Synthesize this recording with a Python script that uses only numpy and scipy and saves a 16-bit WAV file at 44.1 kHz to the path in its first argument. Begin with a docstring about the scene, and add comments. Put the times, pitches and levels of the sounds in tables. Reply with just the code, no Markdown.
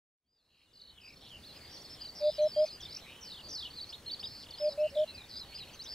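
"""Open air fades in from silence, a low rush and a hiss, with small songbirds whistling, trilling and
chipping throughout, each note a gliding sine, the near ones frayed by twigs. Just after 2 s a quavering
phrase comes twice, and a hoopoe gives three soft hoots, pure notes rounded by its inflated throat. Thin
squeaks, two falling cascades and a repeated warble follow. Near 4.6 s the hoopoe calls again, with fainter,
lower hoots behind it. A two-step phrase, sung twice, a run of low rasps and a few quick notes close."""
import sys
import numpy as np
from scipy import signal
from scipy.fft import rfft, irfft, next_fast_len
from scipy.io import wavfile
from scipy.ndimage import uniform_filter1d, map_coordinates

SR = 44100
rng = np.random.default_rng(int(sys.argv[2]) if len(sys.argv) > 2 else 0)


def persist_wave(psi):
    """Save psi, clipped to +-1, as 16-bit WAV."""
    counts = np.round(np.clip(psi, -1, 1) * 32767).astype(np.int16)
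    wavfile.write(sys.argv[1], SR, np.atleast_2d(counts).T)


N = 261954

# The colour of the low air, the hiss and the blur of distant song.
# Each row: frequency in Hz, relative level in dB.
AIR_SPECTRUM = [(20, -8.5), (40, -6), (68, 1.5), (130, -3.5), (250, -6.5), (500, -9), (800, -12.5),
                (1200, -16), (2000, -19.5), (4000, -32)]
HISS_SPECTRUM = [(700, -15), (1700, 0), (4000, -2), (6800, -4.5), (8500, -5.5), (11000, -7.5), (15500, -10)]
CHORUS_SPECTRUM = [(1500, -22), (2400, -3.5), (3100, -8.5), (4300, 4), (5200, -10), (6200, -16.5),
                   (7500, -31.5)]
# The width of those beds. Each row: frequency in Hz, left-right correlation (1 is mono).
STEREO_LIKENESS = [(60, 1), (300, 0.96), (800, 0.93), (1500, 0.73), (4000, 1), (8000, 0.47), (14000, 0.61)]
# The echo of the foliage. Each row: frequency in Hz, seconds to die away by 60 dB.
FOLIAGE_DECAY = [(500, 0.15), (3000, 0.42), (7000, 0.11)]
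# Slurred whistles. Each row: start and length in seconds, first, middle and last pitch in Hz, level in dB.
WHISTLE_NOTES = [(0.261, 0.16, 4370, 4900, 4060, -51), (0.977, .011, 3580, 3180, 2660, -48.5),
                 (1.034, 0.06, 4740, 4780, 4880, -51), (1.433, 0.036, 3400, 4000, 5100, -53),
                 (1.468, .055, 4500, 4070, 3980, -54.5), (1.738, 0.044, 5780, 4770, 4100, -55),
                 (2.705, .065, 4860, 4940, 4680, -52), (2.88, 0.054, 3770, 4740, 5410, -52),
                 (4.239, 0.043, 4800, 4900, 5110, -45), (4.508, .005, 5230, 4530, 4660, -45),
                 (4.535, 0.02, 4250, 4330, 4160, -47), (4.575, 0.11, 4840, 5160, 4680, -47),
                 (4.646, .089, 5060, 4320, 3820, -52.5), (5.792, 0.039, 3920, 4440, 5350, -46),
                 (5.838, 0.036, 6560, 5480, 4900, -52.5), (5.855, .03, 3090, 3700, 4270, -51)]
# Buzzy trills. Each row: start and length in seconds, first and settled pitch in Hz, level in dB,
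# swings per second, swing depth in Hz.
TRILL_NOTES = [(0.372, 0.31, 4180, 4110, -56.5, 77, 282), (0.489, 0.17, 3120, 2700, -57, 72, 400),
               (0.731, 0.19, 4870, 4010, -47, 49, 395), (.972, 0.17, 3175, 2430, -54, 68, 302),
               (1.21, 0.095, 3740, 3500, -53.5, 150, 560), (1.304, .075, 3270, 2856, -50.5, 95, 130),
               (1.546, 0.12, 3400, 1970, -65.5, 70, 220), (1.695, 0.095, 5240, 5670, -57.5, 60, 490),
               (1.895, 0.058, 5170, 5190, -50.5, 270, 193), (1.954, 0.12, 3650, 2940, -60.5, 150, 304),
               (2.151, 0.063, 5340, 5080, -50.5, 115, 450), (2.223, 0.11, 3940, 3870, -50, 128, 404),
               (2.806, .05, 6300, 4780, -52.5, 110, 400), (3.058, 0.11, 2120, 2940, -56, 128, 380),
               (4.272, .18, 4840, 4640, -52, 142, 600), (4.688, .047, 5080, 4860, -48, 58, 375),
               (4.779, 0.048, 2555, 2640, -57, 230, 70), (4.83, 0.069, 2834, 2780, -50.5, 220, 70),
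               (4.948, 0.096, 4060, 3220, -50.5, 59, 340), (5.076, 0.037, 4005, 4140, -49.5, 164, 90),
               (5.295, .1, 4840, 4200, -49.5, 115, 565), (5.879, .078, 4550, 5000, -47, 107, 396)]
# Distant whistles. Each row: start and length in seconds, first and last pitch in Hz, level in dB.
FAR_WHISTLE_NOTES = [(0.458, 0.55, 2750, 3060, -66.5), (1.56, .41, 4930, 4224, -61.5),
                     (2.997, 0.12, 4110, 3660, -63), (3.14, 0.15, 3050, 3020, -65.5),
                     (3.432, 0.16, 4580, 4840, -54.5), (3.845, 0.13, 4310, 4235, -58),
                     (5.036, .19, 2887, 2346, -62), (5.449, 0.18, 4480, 4250, -62)]
# Runs of chips. Each row: start in seconds, number of chips, spacing in seconds, first and settled pitch
# in Hz, sweep of each chip in Hz, first and last level in dB.
CHIP_SERIES = [(1.007, 8, 0.039, 5000, 5400, 700, -54.5, -64.5),
               (1.087, 3, 0.036, 4120, 4300, -400, -61, -54.5),
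               (1.56, 3, 0.049, 4910, 4070, -300, -57, -63), (1.804, 2, .04, 5400, 4950, 600, -57, -53),
               (2.012, 3, 0.037, 4740, 4490, -200, -45.5, -47.5),
               (2.004, 3, 0.031, 4450, 4150, -800, -51, -50.5),
               (2.545, 4, 0.017, 3160, 3150, -3, -55, -50.5), (2.8, 3, 0.026, 3280, 3515, -250, -49.5, -45),
               (2.924, 3, 0.019, 4570, 5150, 1800, -47.5, -41),
               (3.703, 2, .028, 4440, 4400, 400, -52.5, -53),
               (4.428, 7, 0.029, 3100, 3440, -1100, -56.5, -55.5),
               (4.8, 3, .093, 5200, 5220, 652, -58.5, -61), (5.147, 4, .03, 4670, 3590, -350, -48.5, -55.5)]
# Three phrases. Each row: delay and length in seconds, first, middle and last pitch in Hz,
# level within the phrase in dB, vibrato depth in Hz.
QUAVER_NOTES = [(0, .07, 5050, 5220, 4780, -3.5, 219), (.055, 0.16, 4620, 4873, 5220, 0, 138),
                (.193, .072, 5080, 4590, 3920, -2, -1)]  # a shaky entry, a quavering climb, a smooth fall
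WARBLE_NOTES = [(0, .045, 3990, 4244, 3480, -3, 0), (.042, 0.046, 3713, 4665, 3850, 0.5, 0),
                (.133, .025, 4100, 4970, 4950, -4, 0), (.168, .031, 2650, 3830, 3120, -2.5, 0)]  # two linked arches, an upward flick, a low hook
TWO_STEP_NOTES = [(0, .032, 4720, 4880, 4880, 0, 90), (.041, .012, 5400, 4950, 4700, -2, 0),
                  (.04, .053, 4200, 4050, 3700, -3, 130)]  # a held note, a quick drop, a lower note that sags
# When each phrase is sung. Each row: start in seconds, level in dB.
QUAVER_CUES = [(2.151, -50), (2.457, -48.5)]
WARBLE_CUES = [(3.757, -44.5), (4.061, -40.5)]
TWO_STEP_CUES = [(5.354, -45.5), (5.545, -46)]
# The hoopoe's calls. Each row: start in seconds, level of the first note going into the throat in dB.
HOOPOE_CUES = [(2.199, -25.0), (4.593, -27.5)]
# Thin, high squeaks and low rasps. Each row: start in seconds, level in dB.
SQUEAK_CUES = [(2.416, -58), (2.655, -58.5), (5.732, -58.5)]
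RASP_CUES = [(5.524, -57), (5.573, -55), (5.622, -57), (5.672, -59.5), (5.722, -58.5)]
# Falling cascades. Each row: start and length in seconds, first, middle and last pitch in Hz, level in dB,
# flicks per second at the start, flick height in Hz before its growth is applied.
CASCADE_NOTES = [(3.209, .212, 5850, 3870, 2680, -50.5, 48.7, 1150),
                 (3.487, .197, 5950, 3920, 2650, -44.5, 47, 1300)]
# Fainter, lower hoots behind the second call. Each row: start and length in seconds,
# level going into the throat in dB, swell (larger is a slower rise).
LOW_HOOT_NOTES = [(4.651, 0.127, -49.5, 0.27), (4.907, .095, -42.5, 1.2), (5.108, 0.064, -66, 0.71)]


def amp(db):
    """Decibels to gain."""
    return 10 ** (np.asarray(db) / 20)


def unit(x):
    """x at rms 1."""
    return x / np.sqrt(np.mean(x ** 2) + 1e-20)


def along(points, hz):
    """(Hz, value) points read on a log axis."""
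    freqs, values = np.transpose(points)
    return np.interp(np.log(hz + 1), np.log(freqs + 1), values)


def wobble(rate, size):
    """A smooth random curve, rate knots a second."""
    knots = rng.standard_normal(256)
    return map_coordinates(knots, [np.arange(size) * rate / SR], mode="wrap")


def filtered(x, response):
    """x shaped by a frequency response."""
    size = next_fast_len(N + SR // 2)
    return irfft(rfft(x, size) * response(np.fft.rfftfreq(size, 1 / SR)), size)[..., :N]


def add(track, s, sound):
    """Mix a sound into the track at s seconds."""
    part = track[max(0, round(s * SR)):][:len(sound)]
    part += sound[:len(part)]


def clock(length):
    """Time t in seconds and progress u (0-1) through one note."""
    u = np.linspace(0, 1, max(int(length * SR), 16))
    return u * length, u


def glide(u, start, middle, end):
    """A smooth arc through three pitches."""
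    return start * (1 - u) * (1 - 2 * u) + 4 * middle * u * (1 - u) + end * u * (2 * u - 1)


def settle(u, start, end, lag=0.33):
    """A pitch that moves quickly at first and then levels off."""
    return end + (start - end) * np.exp(-u / lag)


def tone(hz):
    """A sine of rms 1 that follows a pitch curve."""
    return np.sqrt(2) * np.sin(2 * np.pi * np.cumsum(hz) / SR)


def rush(spectrum, patchy_db):
    """A stereo noise bed of rms 1 that swells and thins in soft patches of time and frequency."""
    def mid_and_side(hz):
        width = np.arccos(np.clip(along(STEREO_LIKENESS, hz), -1, 1)) / 2
        return amp(along(spectrum, hz)) * [np.cos(width), np.sin(width)]

    noise = signal.stft(rng.standard_normal((2, N)), nperseg=512)[2]
    patches = uniform_filter1d(rng.standard_normal(noise.shape[1:]), size=6, axis=0)
    patches = uniform_filter1d(patches, size=14, axis=1)
    pair = signal.istft(noise * amp(patchy_db * unit(patches)), nperseg=512)[1][:, :N]
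    mid, side = filtered(pair, mid_and_side)
    return unit(np.array([mid + side, mid - side]))


def syrinx(u, hz, stress=1, jitter=0.0093, flutter_db=1.94, edge=0.23, octave_db=-40):
    """One songbird syllable of rms 1: a slightly unsteady whistle with a trace of its octave."""
    pitch = hz * (1 + jitter * wobble(355.8, len(u)))
    flutter = amp(flutter_db * wobble(160, len(u)))
    airflow = np.abs(np.sin(np.pi * u)) ** edge * stress * flutter
    return unit(airflow) * (tone(pitch) + amp(octave_db) * tone(2 * pitch))


def far_birds(count=90, centre_hz=3950, spread=0.26, swing_hz=280, level_db=-67, emphasis_db=7):
    """Birds twitter at random, deep in the trees."""
    track = np.zeros(N)
    starts = np.linspace(0, N / SR, count, endpoint=False)
    for s, (late, span, pitch, slope, speed, loud) in zip(starts, rng.standard_normal((count, 6))):
        t, u = clock(.06 * np.exp(0.63 * span))
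        arc = centre_hz * np.exp(spread * np.tanh(pitch) + 0.22 * np.tanh(slope) * (u - .5))
        swing = 2 * np.pi * 55 * np.exp(0.34 * speed) * t
        twitter = syrinx(u, arc + swing_hz * np.cos(swing), stress=amp(emphasis_db * np.sin(swing)))
        add(track, s + .03 * late, amp(level_db + 2.8 * loud) * twitter)
    return track


def foliage(x):
    """Leaves and trunks scatter a short diffuse echo to each side."""
    hz, t, noise = signal.stft(rng.standard_normal((2, SR // 2)), SR, nperseg=256)
    decay = amp(-60 * t / along(FOLIAGE_DECAY, hz)[:, None])
    tail = signal.istft(noise * decay, SR, nperseg=256)[1]
    return signal.fftconvolve(x[None], tail / np.linalg.norm(tail[0]), axes=1)[:, :N]


def whistles():
    """Plain notes, each slurred through three pitches."""
    track = np.zeros(N)
    for s, length, start_hz, middle_hz, end_hz, db in WHISTLE_NOTES:
        _, u = clock(length)
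        add(track, s, amp(db) * syrinx(u, glide(u, start_hz, middle_hz, end_hz)))
    return track


def twigs(x, scatter_db=-5.0, count=16):
    """Nearby twigs and leaves add many weak, shifting copies that fray each syllable."""
    delays = .001 + rng.exponential(.007, count)
    sways = rng.standard_normal((count, 80))
    knots = np.linspace(0, N, sways.shape[1])
    copies = np.zeros(N)
    for s, sway in zip(delays, sways):
        delayed = np.pad(x, (round(s * SR), 0))[:N]
        copies += delayed * np.interp(np.arange(N), knots, sway)
    return x + amp(scatter_db) * copies / np.sqrt(count)


def trills(unsteady=0.42, emphasis_db=6.5, lean=0.26, uneven=0.18):
    """The pitch swings unevenly as it settles: a quick, quiet upstroke, a slower, louder downstroke."""
    track = np.zeros(N)
    for s, length, start_hz, settled_hz, db, rate, swing_hz in TRILL_NOTES:
        t, u = clock(length)
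        beat = 2 * np.pi * rate * t + unsteady * wobble(60, len(t))
        swing = beat + lean * np.cos(beat)
        depth_hz = swing_hz * (1 + uneven * wobble(70, len(t)))
        hz = settle(u, start_hz, settled_hz) + depth_hz * np.cos(swing)
        add(track, s, amp(db) * syrinx(u, hz, stress=amp(emphasis_db * np.sin(swing))))
    return track


def far_whistles(waver=0.0086):
    """Distant birds draw out thin notes that waver as they drift in pitch."""
    track = np.zeros(N)
    for s, length, start_hz, end_hz, db in FAR_WHISTLE_NOTES:
        _, u = clock(length)
        hz = (start_hz + (end_hz - start_hz) * u) * (1 + waver * wobble(120, len(u)))
        add(track, s, amp(db) * syrinx(u, hz))
    return track


def chip_runs(arch_hz=90, duty=.6, longest_s=0.022):
    """One short swept note repeats at an even pace while its pitch settles and it grows or fades."""
    track = np.zeros(N)
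    for s, count, spacing, first_hz, settled_hz, sweep_hz, first_db, last_db in CHIP_SERIES:
        _, u = clock(min(duty * spacing, longest_s))
        sweep = glide(u, -sweep_hz / 2, arch_hz, sweep_hz / 2)
        for k, progress in enumerate(np.linspace(0, 1, count)):
            hz = settle(progress, first_hz, settled_hz) + sweep
            db = first_db + progress * (last_db - first_db)
            add(track, s + k * spacing, amp(db) * syrinx(u, hz))
    return track


def phrase(notes, cues, vibrato_per_s=62):
    """A bird repeats its phrase note for note, louder or softer."""
    track = np.zeros(N)
    for s, db in cues:
        for delay, length, start_hz, middle_hz, end_hz, note_db, vibrato_hz in notes:
            t, u = clock(length)
            vibrato = vibrato_hz * np.cos(2 * np.pi * vibrato_per_s * t)
            hz = glide(u, start_hz, middle_hz, end_hz) + vibrato
            add(track, s + delay, amp(db + note_db) * syrinx(u, hz))
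    return track


def hoopoe_calls(count=3, spacing_s=.181, flat_hz=10.5, carry=.16):
    """The notes of each call: every hoot is shorter and louder than the last, and ends higher."""
    notes = []
    for s, db in HOOPOE_CUES:
        for k in range(count):
            cold = carry ** k  # the first hoot starts flat and swells slowly; the next keeps a share
            length = .102 - .0062 * k
            start_hz, end_hz = 600 - flat_hz * cold, 608 + 6.5 * k
            swell = .5 + .75 * cold
            notes.append((s + k * spacing_s, length, start_hz, end_hz, db + 0.5 * k, swell))
    return notes


def hoopoe(notes, ring_hz=608, quality=4, airy_db=-36, airy_hz=780, husky_db=-41, husky_hz=440):
    """The inflated throat passes only the fundamental: a pure note that swells, lifts and stops."""
    voice, effort = np.zeros(N), np.zeros(N)
    for s, length, start_hz, end_hz, db, swell in notes:
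        _, u = clock(length)
        pressure = u ** swell * (1 - u) ** .45
        loudness = amp(db + .2 * wobble(90, len(u))) * pressure / pressure.max()
        add(voice, s, loudness * tone(start_hz + (end_hz - start_hz) * u))
        add(effort, s, loudness)
    # the throat rings for a few cycles, which softens both ends of each note
    throat = lambda hz: 1j * hz * ring_hz / (quality * (ring_hz ** 2 - hz ** 2) + 1j * hz * ring_hz)
    # a faint airy haze lies just above and below the note
    band = lambda hz: unit(wobble(170, N)) * tone(np.full(N, hz))
    haze = amp(airy_db) * band(airy_hz) + amp(husky_db) * band(husky_hz)
    return filtered(voice, throat) + effort * haze


def rough_arches(cues, length_s, foot_hz, top_hz, swings_per_s, swing_hz):
    """A short rise and fall roughened by a fast pitch swing: a squeak up high, a rasp down low."""
    track = np.zeros(N)
    t, u = clock(length_s)
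    for s, db in cues:
        swing = 2 * np.pi * (swings_per_s * t + rng.random())
        hz = glide(u, foot_hz, top_hz, foot_hz) + swing_hz * np.cos(swing)
        add(track, s, amp(db) * syrinx(u, hz))
    return track


def cascades(flick_db=-1.0, slowing=.075):
    """A long falling whistle, broken by upward flicks that come ever more slowly."""
    track = np.zeros(N)
    for s, length, start_hz, middle_hz, end_hz, db, rate, flick_hz in CASCADE_NOTES:
        t, u = clock(length)
        beat = np.pi * rate * t * (1 - slowing * u)
        flick = (1 - np.abs(np.sin(beat))) ** 1.5
        growth = np.minimum(0.47 + 2 * u, 1.1)  # the flicks stand taller as the whistle sinks
        hz = glide(u, start_hz, middle_hz, end_hz) + flick_hz * flick * growth
        add(track, s, amp(db) * syrinx(u, hz, stress=amp(flick_db * flick)))
    return track


def low_hoots(start_hz=552, end_hz=570):
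    """The notes of the fainter, lower hooting behind the second call."""
    return [(s, length, start_hz, end_hz, db, swell) for s, length, db, swell in LOW_HOOT_NOTES]


def scene(air_db=-57, hiss_db=-62, chorus_db=-62, song_echo_db=-18, far_echo_db=-3.5, hoot_echo_db=-42):
    """The hoots sit dead centre; everything else reaches the left side a moment sooner."""
    phrases = phrase(QUAVER_NOTES, QUAVER_CUES) + phrase(WARBLE_NOTES, WARBLE_CUES)
    phrases += phrase(TWO_STEP_NOTES, TWO_STEP_CUES)
    chatter = whistles() + trills() + chip_runs()
    rasps = rough_arches(RASP_CUES, .034, foot_hz=2370, top_hz=3010, swings_per_s=140, swing_hz=300)
    squeaks = rough_arches(SQUEAK_CUES, .03, foot_hz=5700, top_hz=6270, swings_per_s=150, swing_hz=150)
    song = twigs(phrases + chatter + rasps + squeaks + cascades())
    far = far_birds() + far_whistles()
    hoots = hoopoe(low_hoots() + hoopoe_calls())
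    echo = foliage(amp(song_echo_db) * song + amp(far_echo_db) * far + amp(hoot_echo_db) * hoots)
    air = amp(air_db) * rush(AIR_SPECTRUM, patchy_db=1.58)
    hiss = amp(hiss_db) * rush(HISS_SPECTRUM, patchy_db=2.0)
    chorus = amp(chorus_db) * rush(CHORUS_SPECTRUM, patchy_db=8.5)
    left_lead = lambda hz: np.exp(1j * np.pi * hz / SR * np.array([[1], [-1]]))  # one sample apart
    return hoots + filtered(song + far + echo + air + hiss + chorus, left_lead)


def record(dry, fade_start_s=0.1, fade_length_s=1.467, fade_curve=1.98, top_hz=15720):
    """A slow fade-in, with the very top of the treble cut away."""
    fade = np.clip((np.arange(N) / SR - fade_start_s) / fade_length_s, 0, 1) ** fade_curve
    return filtered(dry * fade, lambda hz: hz < top_hz)


dry = scene()
out = record(dry)
persist_wave(out)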